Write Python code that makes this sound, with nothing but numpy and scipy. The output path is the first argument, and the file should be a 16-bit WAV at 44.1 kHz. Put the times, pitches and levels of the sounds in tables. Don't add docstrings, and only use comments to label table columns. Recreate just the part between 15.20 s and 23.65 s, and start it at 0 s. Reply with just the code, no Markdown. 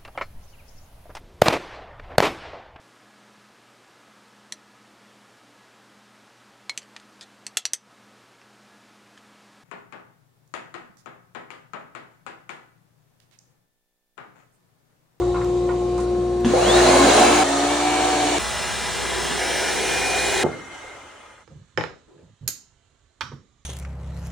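import sys
import numpy as np
from scipy import signal
from scipy.io import wavfile
from scipy.ndimage import uniform_filter1d

SR = 44100
rng = np.random.default_rng(int(sys.argv[2]) if len(sys.argv) > 2 else 0)


def unload_wav(signal):
    wavfile.write(
        sys.argv[1],
        SR,
        np.round(np.clip(np.atleast_2d(signal).T, -1, 1) * 32767).astype(np.int16),
    )


N = 372644

# (t/s, f/Hz)
MOTOR_SPEED = [
    [(1.3, 95.15), (1.41, 166.3), (1.5, 215.2), (1.6, 248), (1.72, 264.9), (1.9, 285.4), (2.05, 294.3),
     (2.238, 302.2)],
    [(2.242, 276.5), (2.42, 284.9), (2.55, 293.9), (2.7, 297.5), (2.95, 297.5), (3.187, 292)],
    [(3.19, 296.9), (3.7, 296.5), (4.185, 295.5)],
    [(4.19, 293), (4.42, 295.6), (4.6, 301.2), (4.85, 303.6), (5.236, 305.5)],
]
# (t/s, motor/dB, cutter/dB, whine/dB, whistle/dB)
FAMILY_LEVELS = [
    [(1.3, -57.5, -23, -73, -44), (1.405, -43, -38, -56, -42.5), (1.467, -31, -44, -40, -32),
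     (1.55, -36, -36, -41, -34), (1.72, -26, -26, -37, -40), (2.238, -21, -28.5, -42, -57.5)],
    [(2.242, -32, -35, -48, -59), (2.44, -24.5, -25, -48, -54), (2.52, -27, -29.5, -36, -54),
     (2.57, -27, -33, -43, -54), (2.67, -28, -24, -35.5, -59), (2.99, -26.5, -25.5, -41.5, -59),
     (3.187, -32, -32, -37, -57)],
    [(3.19, -49.5, -44, -44, -40), (3.95, -45, -45, -43, -40.5), (4.185, -45.5, -44.5, -64, -41)],
    [(4.19, -39, -41.5, -36, -38.5), (4.45, -42.5, -44, -37.5, -35.5), (4.6, -38.5, -44, -34.5, -42),
     (4.8, -38.5, -45, -30, -41), (5.236, -39, -43, -30.5, -51)],
]
# (waver/dB, jitter/share of speed)
RASP = [(4.2, .0085), (2.0, .001), (1.5, .0006), (1.5, .0008)]
# (multiple of motor speed, level/dB re family)
FAR_FAMILIES = [(1, 0), (1.475, -10), (2, -9)], [(2.32, -12), (2.522, 0), (2.74, -13), (3.36, -14),
                (3.79, -17), (4.01, -18), (4.43, -18), (5.28, -19), (5.5, -19)], [(7.62, 0), (8, -1),
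                (9.61, -7), (13.69, -7)], [(16, 0)]
NEAR_FAMILIES = [(1.258, 0), (1.68, -1), (2.29, -1), (2.45, -1), (2.684, -4)], [(2.815, 3), (3.162, -2),
                 (3.361, -2), (4.215, -5), (4.4, -3), (4.924, -3), (5.61, -6), (6.722, 3), (9.12, -6),
                 (9.683, 0.5), (10.665, -7), (13.04, -7), (13.83, -5)], [(8, 0)], [(17.63, 0)]
# (turns per motor turn, level/dB re cutter family)
FAR_BUZZ, NEAR_BUZZ = (.504, -25), (0.6, -26)

# (f/Hz, side level/dB)
WIDE_FAR = [(60, -26), (200, -27), (380, -11), (700, 3.5), (1300, -6), (2400, -3.5), (4400, -1.5),
            (9000, 1), (15800, -5.5)]
WIDE_NEAR = [(40, 10), (750, -2), (1300, -6), (1800, -29), (3600, -17.5), (5200, -4.5), (10000, 0.5),
             (15800, -8.5)]
WIDE_BENCH = [(40, -28), (300, -1), (1500, -6), (4000, -1), (7000, 1.5), (15800, -3.5)]
# (f/Hz, mid level/dB)
MID_TREBLE = [(10000, 2.5), (11000, -14.5), (11800, -67), (14200, -67.5), (15000, -8.5), (15800, -12)]
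# curve (t/s, level/dB), colour (f/Hz, level/dB), width
SPIN_UP = [(1.25, -32.5), (1.57, -18.5), (1.986, -15.5), (2.226, -19.5), (2.238, -23.5)], [(60, -26),
           (175, -15.5), (260, 3), (490, -4.5), (700, 2), (900, 1), (1500, -3.5), (3000, -10.5),
           (4000, -7.5), (5000, -16.5), (6500, -10.5), (10000, -19.5)], WIDE_FAR
CUT_FAR = [(2.24, -25), (3.166, -24), (3.187, -24)], [(40, -49), (90, -29.5), (216, -15.5), (300, -9),
           (540, -8), (750, -6.5), (1250, -12), (3000, -17.5), (4000, -16), (5000, -23), (6500, -18),
           (10000, -27)], WIDE_FAR
CUT_NEAR = [(3.189, -28), (4.187, -27.5)], [(25, -28), (53, -5.5), (153, -6.5), (362, -3.5), (813, -1.5),
            (1120, -4), (1700, -2), (2210, -7), (4110, -4.5), (4900, -14), (5600, -9.5), (7500, -11.5),
            (10000, -12.5)], WIDE_NEAR
OUTFEED = [(4.187, -26.5), (4.4, -24.5), (5.236, -24)], [(25, -29), (59, -5), (153, -8.5), (372, 0.5),
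           (835, -1.5), (1150, -9), (1850, 0), (2390, -7), (4110, -5), (4900, -14), (5600, -8.5),
           (7500, -12), (10000, -12)], WIDE_NEAR
BOARD_SLIDE = [(5.237, -39), (5.36, -40.5), (5.5, -41.5), (5.53, -38.5), (5.65, -39.5), (6.14, -48),
               (6.223, -53.5), (6.25, -64)], [(30, -12), (75, 0), (153, -18), (300, -6.5), (550, -3.5),
               (1300, -5.5), (2010, -9), (2100, 0), (2200, -12.5), (3300, -14), (4990, -25), (6600, -21),
               (10000, -28)], WIDE_BENCH
SHOP_AIR = [(0, -34), (2.238, -35), (2.242, -45), (3.187, -40)], [(25, -17), (60, 0), (235, 4), (500, 2),
            (900, -6), (1500, -15.5), (3000, -21.5), (4000, -16), (5000, -24.5), (7000, -23),
            (10000, -31.5)], WIDE_FAR
ROOM_TONE = [(6.2, -60.5), (8.45, -65)], [(30, -3.5), (64, 4.5), (169, -14), (435, -20), (1420, -19),
             (2520, -25), (3840, -21.5), (5120, -32), (7020, -23), (9130, -39.5), (13500, -48)], WIDE_BENCH
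# (level/dB, hold/s, fade/s, fade/dB), colour, width
CASING_GROWL = (-22, 0.48, 0.5, -13.5), [(350, -40.5), (480, 5.5), (540, -7.5), (600, -5.5), (680, 3),
                (760, -4), (860, -8), (1100, -59.5)], WIDE_FAR
# strokes (t/s, level/dB, fade/s), colour, width
FEED_SCRAPES = [(0.772, -45, 0.03), (0.795, -45, 0.058)], [(2000, -18), (3500, -4), (6000, -2), (8000, -3),
                (10500, -6)], WIDE_FAR
HARDWOOD_PIECE_SCUFFS = [(6.275, -58.5, 0.14), (6.865, -52.5, 0.083), (6.96, -55.5, 0.12),
                         (7.2, -60, 0.068)], [(150, -22), (350, 5), (500, 2), (700, -8), (1500, -17),
                         (9000, -39)], WIDE_BENCH
# crests (t/s, level/dB), colour, width
BENCH_RUMBLE = [(6.33, -48), (6.37, -45), (6.6, -40), (6.96, -54), (7.04, -49), (7.24, -46), (8.05, -45),
                (8.11, -46)], [(25, -24.5), (60, -12.5), (130, 6.5), (250, -10), (400, -36.5),
                (900, -71.5)], WIDE_BENCH

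# (t/s, peak level/dB, left minus right/dB, softness/ms)
SWITCH_CLICKS = [(1.2465, -13, 0.89, 0.021), (1.26, -11, 0.8, 0.33)]
BOARD_DROP = [(5.237, -16, 4, 0.055), (5.241, -8.5, -4, 0.15), (5.249, -12, -5, 0.3),
              (5.263, -13.5, 9.5, 0.13), (5.295, -23, -2, 0.13)]
STRIP_TAPS = [(6.277, -43, -12, 0.015), (6.575, -11.5, -14.5, 0.009), (6.5776, -17.5, 6, 0.044),
              (6.5828, -12.5, 3, 0.13), (6.6098, -19, 12, 0.022), (6.6382, -18, -12, 0.022)]
STEEL_CLINKS = [(7.2775, -14.5, -15.5, 0.0063), (7.2868, -17, 8, 0.01), (7.3034, -26, -9, 0.012)]
BLOCK_TAPS = [(8.0085, -18, -10.5, 0.016), (8.0148, -25.5, 6, 0.013), (8.117, -34, -4, 0.26)]
HAND_BUMPS = [(6.31, -43, -6, .6), (6.36, -44, 0, 0.62), (7.025, -44, -4, 0.59), (7.21, -41, -7, 0.8),
              (7.23, -37, -7, 0.7), (7.254, -38, -6, 1.1), (8.035, -37.5, -4, 0.42), (8.131, -32, -4, 0.55)]
SHOP_KNOCKS = [(0.017, -28, -4, 0.033), (0.144, -23, -1, 0.05), (0.156, -22.5, 1, 0.12),
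               (0.21, -28.5, -1, 0.056), (0.49, -23.5, -4, 0.17), (0.779, -28, -4, 0.13)]
SHOP_TICKS = [(0.246, -29, 0, 0.01), (1.208, -33.5, 0, 0.0088)]
# (f/Hz, level/dB, t60/s)
CASING_MODES = [(242.5, -10, 0.16), (896, -14.5, .01), (1830, -13.5, 0.014), (2730, -13, 0.006),
                (3290, -13.5, 0.005), (6040, -14.5, 0.004)]
BOARD_MODES = [(151, -14, 0.34), (210, -11, 0.04), (377, 11.5, 0.026), (748, 11, 0.012), (873, 2, 0.067),
               (1330, 5, 0.018)]
STRIP_MODES = [(162, -13.5, 0.31), (312, -9, 0.17), (493, 2.5, 0.045), (843, 0, 0.038), (1310, 5, 0.0079),
               (1765, 4, 0.019), (2300, 3.5, 0.01), (3050, -0.5, 0.015), (3930, -1, 0.0052),
               (5250, -6, 0.017), (7000, -7.5, 0.0046), (11400, -30, .004)]
STEEL_MODES = [(294, -24, 0.035), (706, -20, 0.011), (1440, -17, 0.0046), (2620, -12, 0.0036),
               (4180, -9.5, 0.0071), (5230, -13, 0.0079), (6670, -3, 0.029), (8740, -9, 0.0066),
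               (10460, -16, 0.0052), (12550, -6.5, 0.0085)]
BLOCK_MODES = [(520, -7.5, 0.059), (900, 1.5, 0.024), (1700, 10, 0.0042), (2440, 5.5, 0.012),
               (3300, 7, 0.005), (4400, 1, 0.0091), (5600, 3.5, 0.0023)]
BENCH_MODES = [(74, -10, 0.22), (134, 0.5, 0.14), (185, -20, 0.062), (253, -4, 0.091)]
SHOP_WOOD_MODES = [(1040, 1.5, 0.048), (1440, 0, 0.072), (1830, -2.5, 0.022), (2165, -8, 0.075),
                   (2580, -7, 0.025)]
TICK_MODES = [(2600, -2.5, .006), (4000, -2, .006), (6100, -3, .005), (8500, -4.5, .004), (12500, -4, .003)]

# (t/s, level/dB)
BLADE_LEVEL = [(0.0, -22.5), (1.5, -22.5), (1.56, -17.5), (2.2, -27.5), (2.28, -31), (3.19, -31.5)]
# (multiple of shaft speed, level/dB re blade tone)
BLOWER_ORDERS = [(1, -11), (2, -15), (3, -21), (5, -24), (6, 0), (8, -21), (9, -20), (12, -14), (18, -20.5)]
# (f/Hz, t60/s)
GARAGE_DECAY = [(100, 0.7), (500, 0.4), (2000, 0.32), (6000, 0.4), (12000, 0.19)]


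def planer_tones():
    out = np.zeros((2, N))
    positions = [(FAR_FAMILIES, FAR_BUZZ, .9)] * 2 + [(NEAR_FAMILIES, NEAR_BUZZ, .35)] * 2
    for speed, levels, position, rasp in zip(MOTOR_SPEED, FAMILY_LEVELS, positions, RASP):
        families, (head_ratio, buzz_db), spread_rad = position
        start, speed_hz = sample_curve(speed)
        t = start + np.arange(len(speed_hz)) / SR
        times, *levels_db = zip(*levels)
        gains = [gain_of(np.interp(t, times, db)) for db in levels_db]
        sound = sum(gain * shaft_tones(speed_hz, orders, *rasp, spread_rad)
                    for gain, orders in zip(gains, families))
        buzz_orders = [(k, buzz_db) for k in range(7, 21)]
        sound += gains[1] * shaft_tones(head_ratio * speed_hz, buzz_orders, 4.2, .0007, spread_rad)
        add(out, start, sound * edge_fades(len(t), 100))
    return out


def planer_rush():
    growl, colour, width = CASING_GROWL
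    casing = rush(stroke(1.329, .008, *growl), colour, width, patchy_db=2)
    return casing + sum(rush(*stage) for stage in (SPIN_UP, CUT_FAR, CUT_NEAR, OUTFEED))


def planer_switch():
    return blows(SWITCH_CLICKS, CASING_MODES, rattle_db=-12, rattle_s=.016, wet_db=-10.5)


def board():
    out = blows(BOARD_DROP, BOARD_MODES, rattle_db=-81, rattle_s=.03, wet_db=-8)
    scrapes, colour, width = FEED_SCRAPES
    for start, db, fade_s in scrapes:
        out += rush(stroke(start, .0066, db, 0, fade_s, -12), colour, width, patchy_db=0)
    return out + rush(*BOARD_SLIDE, patchy_db=1.5)


def small_pieces(fade_db_per_s=-46):
    out = blows(STRIP_TAPS, STRIP_MODES, rattle_db=-24, rattle_s=.014, wet_db=-8)
    out += blows(STEEL_CLINKS, STEEL_MODES, rattle_db=-12, rattle_s=.025, wet_db=-6)
    out += blows(BLOCK_TAPS, BLOCK_MODES, rattle_db=-13.5, rattle_s=.053, wet_db=-6)
    scuffs, colour, width = HARDWOOD_PIECE_SCUFFS
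    for start, db, fade_s in scuffs:
        scuff = stroke(start, .022, db, 0, fade_s, fade_db_per_s * fade_s)
        out += rush(scuff, colour, width, patchy_db=3.5)
    return out


def bench(swell_s=.057, die_s=.12, range_db=16):
    out = blows(HAND_BUMPS, BENCH_MODES, rattle_db=-41.5, rattle_s=.034, wet_db=-15.5)
    crests, colour, width = BENCH_RUMBLE
    for crest, db in crests:
        swell = [(crest - swell_s, db - range_db), (crest, db), (crest + die_s, db - range_db)]
        out += rush(swell, colour, width, patchy_db=5, pan_db=-3)
    return out


def shop_clatter():
    knocks = blows(SHOP_KNOCKS, SHOP_WOOD_MODES, rattle_db=-20.5, rattle_s=.066, wet_db=-.65)
    return knocks + blows(SHOP_TICKS, TICK_MODES, rattle_db=-25, rattle_s=.0086, wet_db=-15)


def dust_collector(shaft_hz=59.54):
    out = np.zeros((2, N))
    start, level_db = sample_curve(BLADE_LEVEL)
    speed_hz = np.full(len(level_db), shaft_hz)
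    for orders, pan_db in ((BLOWER_ORDERS[:2], .1), (BLOWER_ORDERS[2:], 1.3)):
        add(out, start, panned(level_db, 2 * pan_db) * shaft_tones(speed_hz, orders, .99, .0015))
    hum = shaft_tones(np.full(round(2.05 * SR), shaft_hz), [(1, -43)], waver_db=2.5, jitter=.004)
    close_up_start = MOTOR_SPEED[2][0][0]
    add(out, close_up_start, hum)
    return out


def ambience():
    return rush(*SHOP_AIR) + rush(*ROOM_TONE, pan_db=-7)


def garage_response():
    echoes = np.zeros((2, SR // 2))
    slots = np.arange(150, SR // 2 - 20, 20)
    arrivals = slots + rng.integers(0, 20, (2, len(slots)))
    np.put_along_axis(echoes, arrivals, rng.choice([-1., 1.], arrivals.shape), axis=1)
    hz, t, spectra = signal.stft(echoes, SR, nperseg=256)
    decay = gain_of(-60 * t / at_frequency(GARAGE_DECAY, hz)[:, None])
    tail = signal.istft(spectra * decay, SR, nperseg=256)[1]
    tail[1] = .6 * tail[0] + .8 * tail[1]
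    return tail / np.linalg.norm(tail[0])


def shaft_tones(speed_hz, orders, waver_db, jitter, spread_rad=.9):
    n = len(speed_hz)
    out = np.zeros((2, n))
    for order, db in orders:
        turns = np.cumsum(speed_hz * (1 + jitter * wander(n, 25))) / SR
        phase = 2 * np.pi * (order * turns + rng.random())
        apart = min(order * speed_hz[-1] / 1500, spread_rad) * np.array([[.5], [-.5]])
        out += np.sqrt(2) * gain_of(db + waver_db * wander(n, 4.5)) * np.sin(phase + apart)
    return out


def rush(curve, colour, width, patchy_db=.8, pan_db=0, streak_db=3.5):
    start, level_db = sample_curve(curve)
    n, hz = len(level_db), np.fft.rfftfreq(1024, 1 / SR)
    mid_re, mid_im, side_re, side_im, patches, streaks = rng.standard_normal((n // 256 + 5, 513, 6)).T
    streaks = unit_rms(uniform_filter1d(streaks, 140, axis=1))
    patches = unit_rms(uniform_filter1d(uniform_filter1d(patches, 8, axis=0), 8, axis=1))
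    colour_db = at_frequency(colour, hz) + [at_frequency(MID_TREBLE, hz), at_frequency(width, hz)]
    spectra = np.array([mid_re + 1j * mid_im, side_re + 1j * side_im])
    spectra *= gain_of(colour_db[:, :, None] + patchy_db * patches + streak_db * streaks)
    mid, side = signal.istft(spectra, nperseg=1024, noverlap=768)[1][:, 256:n + 256]
    stereo = np.array([mid + side, mid - side]) / mid.std()
    out = np.zeros((2, N))
    add(out, start, stereo * panned(level_db, pan_db) * edge_fades(n, 40))
    return out


def blows(events, modes, rattle_db, rattle_s, wet_db):
    out, t = np.zeros((2, N)), np.arange(SR // 4) / SR
    for start, db, pan_db, soft_ms in events:
        ring = np.zeros(len(t))
        for k, (hz, mode_db, t60) in enumerate(modes):
            stray_db, detune = rng.normal(0, (2.6, .012))
            decay = gain_of(mode_db + stray_db - 60 * t / t60)
            ring += (-1) ** k * decay * np.sin(2 * np.pi * hz * (1 + detune) * t)
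        contact = gain_of(rattle_db - 60 * t[:2000] / rattle_s) * rng.standard_normal(2000)
        contact[0] = 1
        push = t[1:200] * np.exp(-t[1:200] * 1000 / soft_ms)
        ring = signal.fftconvolve(signal.fftconvolve(ring, contact), push)
        direct = panned(db, pan_db) * ring / abs(ring).max()
        add(out, start, direct)
        crack = direct[:, :2000] * gain_of(-60 * t[:2000] / .012)
        crack -= uniform_filter1d(crack, size=300)
        crack *= np.linalg.norm(direct) / np.linalg.norm(crack)
        add(out, start, gain_of(wet_db) * signal.fftconvolve(crack, garage_response(), axes=1))
    return out


def stroke(start, attack_s, db, hold_s, fade_s, fade_db):
    top = start + attack_s
    return [(start, db - 30), (top, db), (top + hold_s, db), (top + hold_s + fade_s, db + fade_db)]


def wander(n, hz):
    noise = uniform_filter1d(rng.standard_normal(n), 200)
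    return unit_rms(signal.lfilter([1], [1, -np.exp(-2 * np.pi * hz / SR)], noise))


def sample_curve(points):
    times, values = np.transpose(points)
    return times[0], np.interp(np.arange(times[0], times[-1], 1 / SR), times, values)


def at_frequency(points, hz):
    f, values = np.transpose(points)
    return np.interp(np.log(hz + 1), np.log(f + 1), values)


def edge_fades(n, samples):
    rise = np.minimum(np.arange(n) / samples, 1)
    return np.minimum(rise, rise[::-1])


def panned(db, pan_db):
    return gain_of(db + np.array([[pan_db], [-pan_db]]) / 2)


def gain_of(db):
    return 10 ** (np.asarray(db) / 20)


def unit_rms(x):
    return x / np.sqrt(np.mean(x ** 2) + 1e-20)


def add(mix, start_s, sound):
    part = mix[:, round(start_s * SR):][:, :sound.shape[1]]
    part += sound[:, :part.shape[1]]


def scene():
    planer = planer_tones() + planer_rush() + planer_switch()
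    return planer + board() + small_pieces() + bench() + shop_clatter() + dust_collector() + ambience()


def record(dry):
    heard = signal.sosfilt(signal.butter(2, 38., "high", fs=SR, output="sos"), dry)
    heard = np.tanh(heard / 1.3) * 1.3
    lowpass = signal.firwin(511, 15950, window=("kaiser", 9), fs=SR)
    return signal.oaconvolve(heard, lowpass[None], "same")


dry = scene()
out = record(dry)
unload_wav(out)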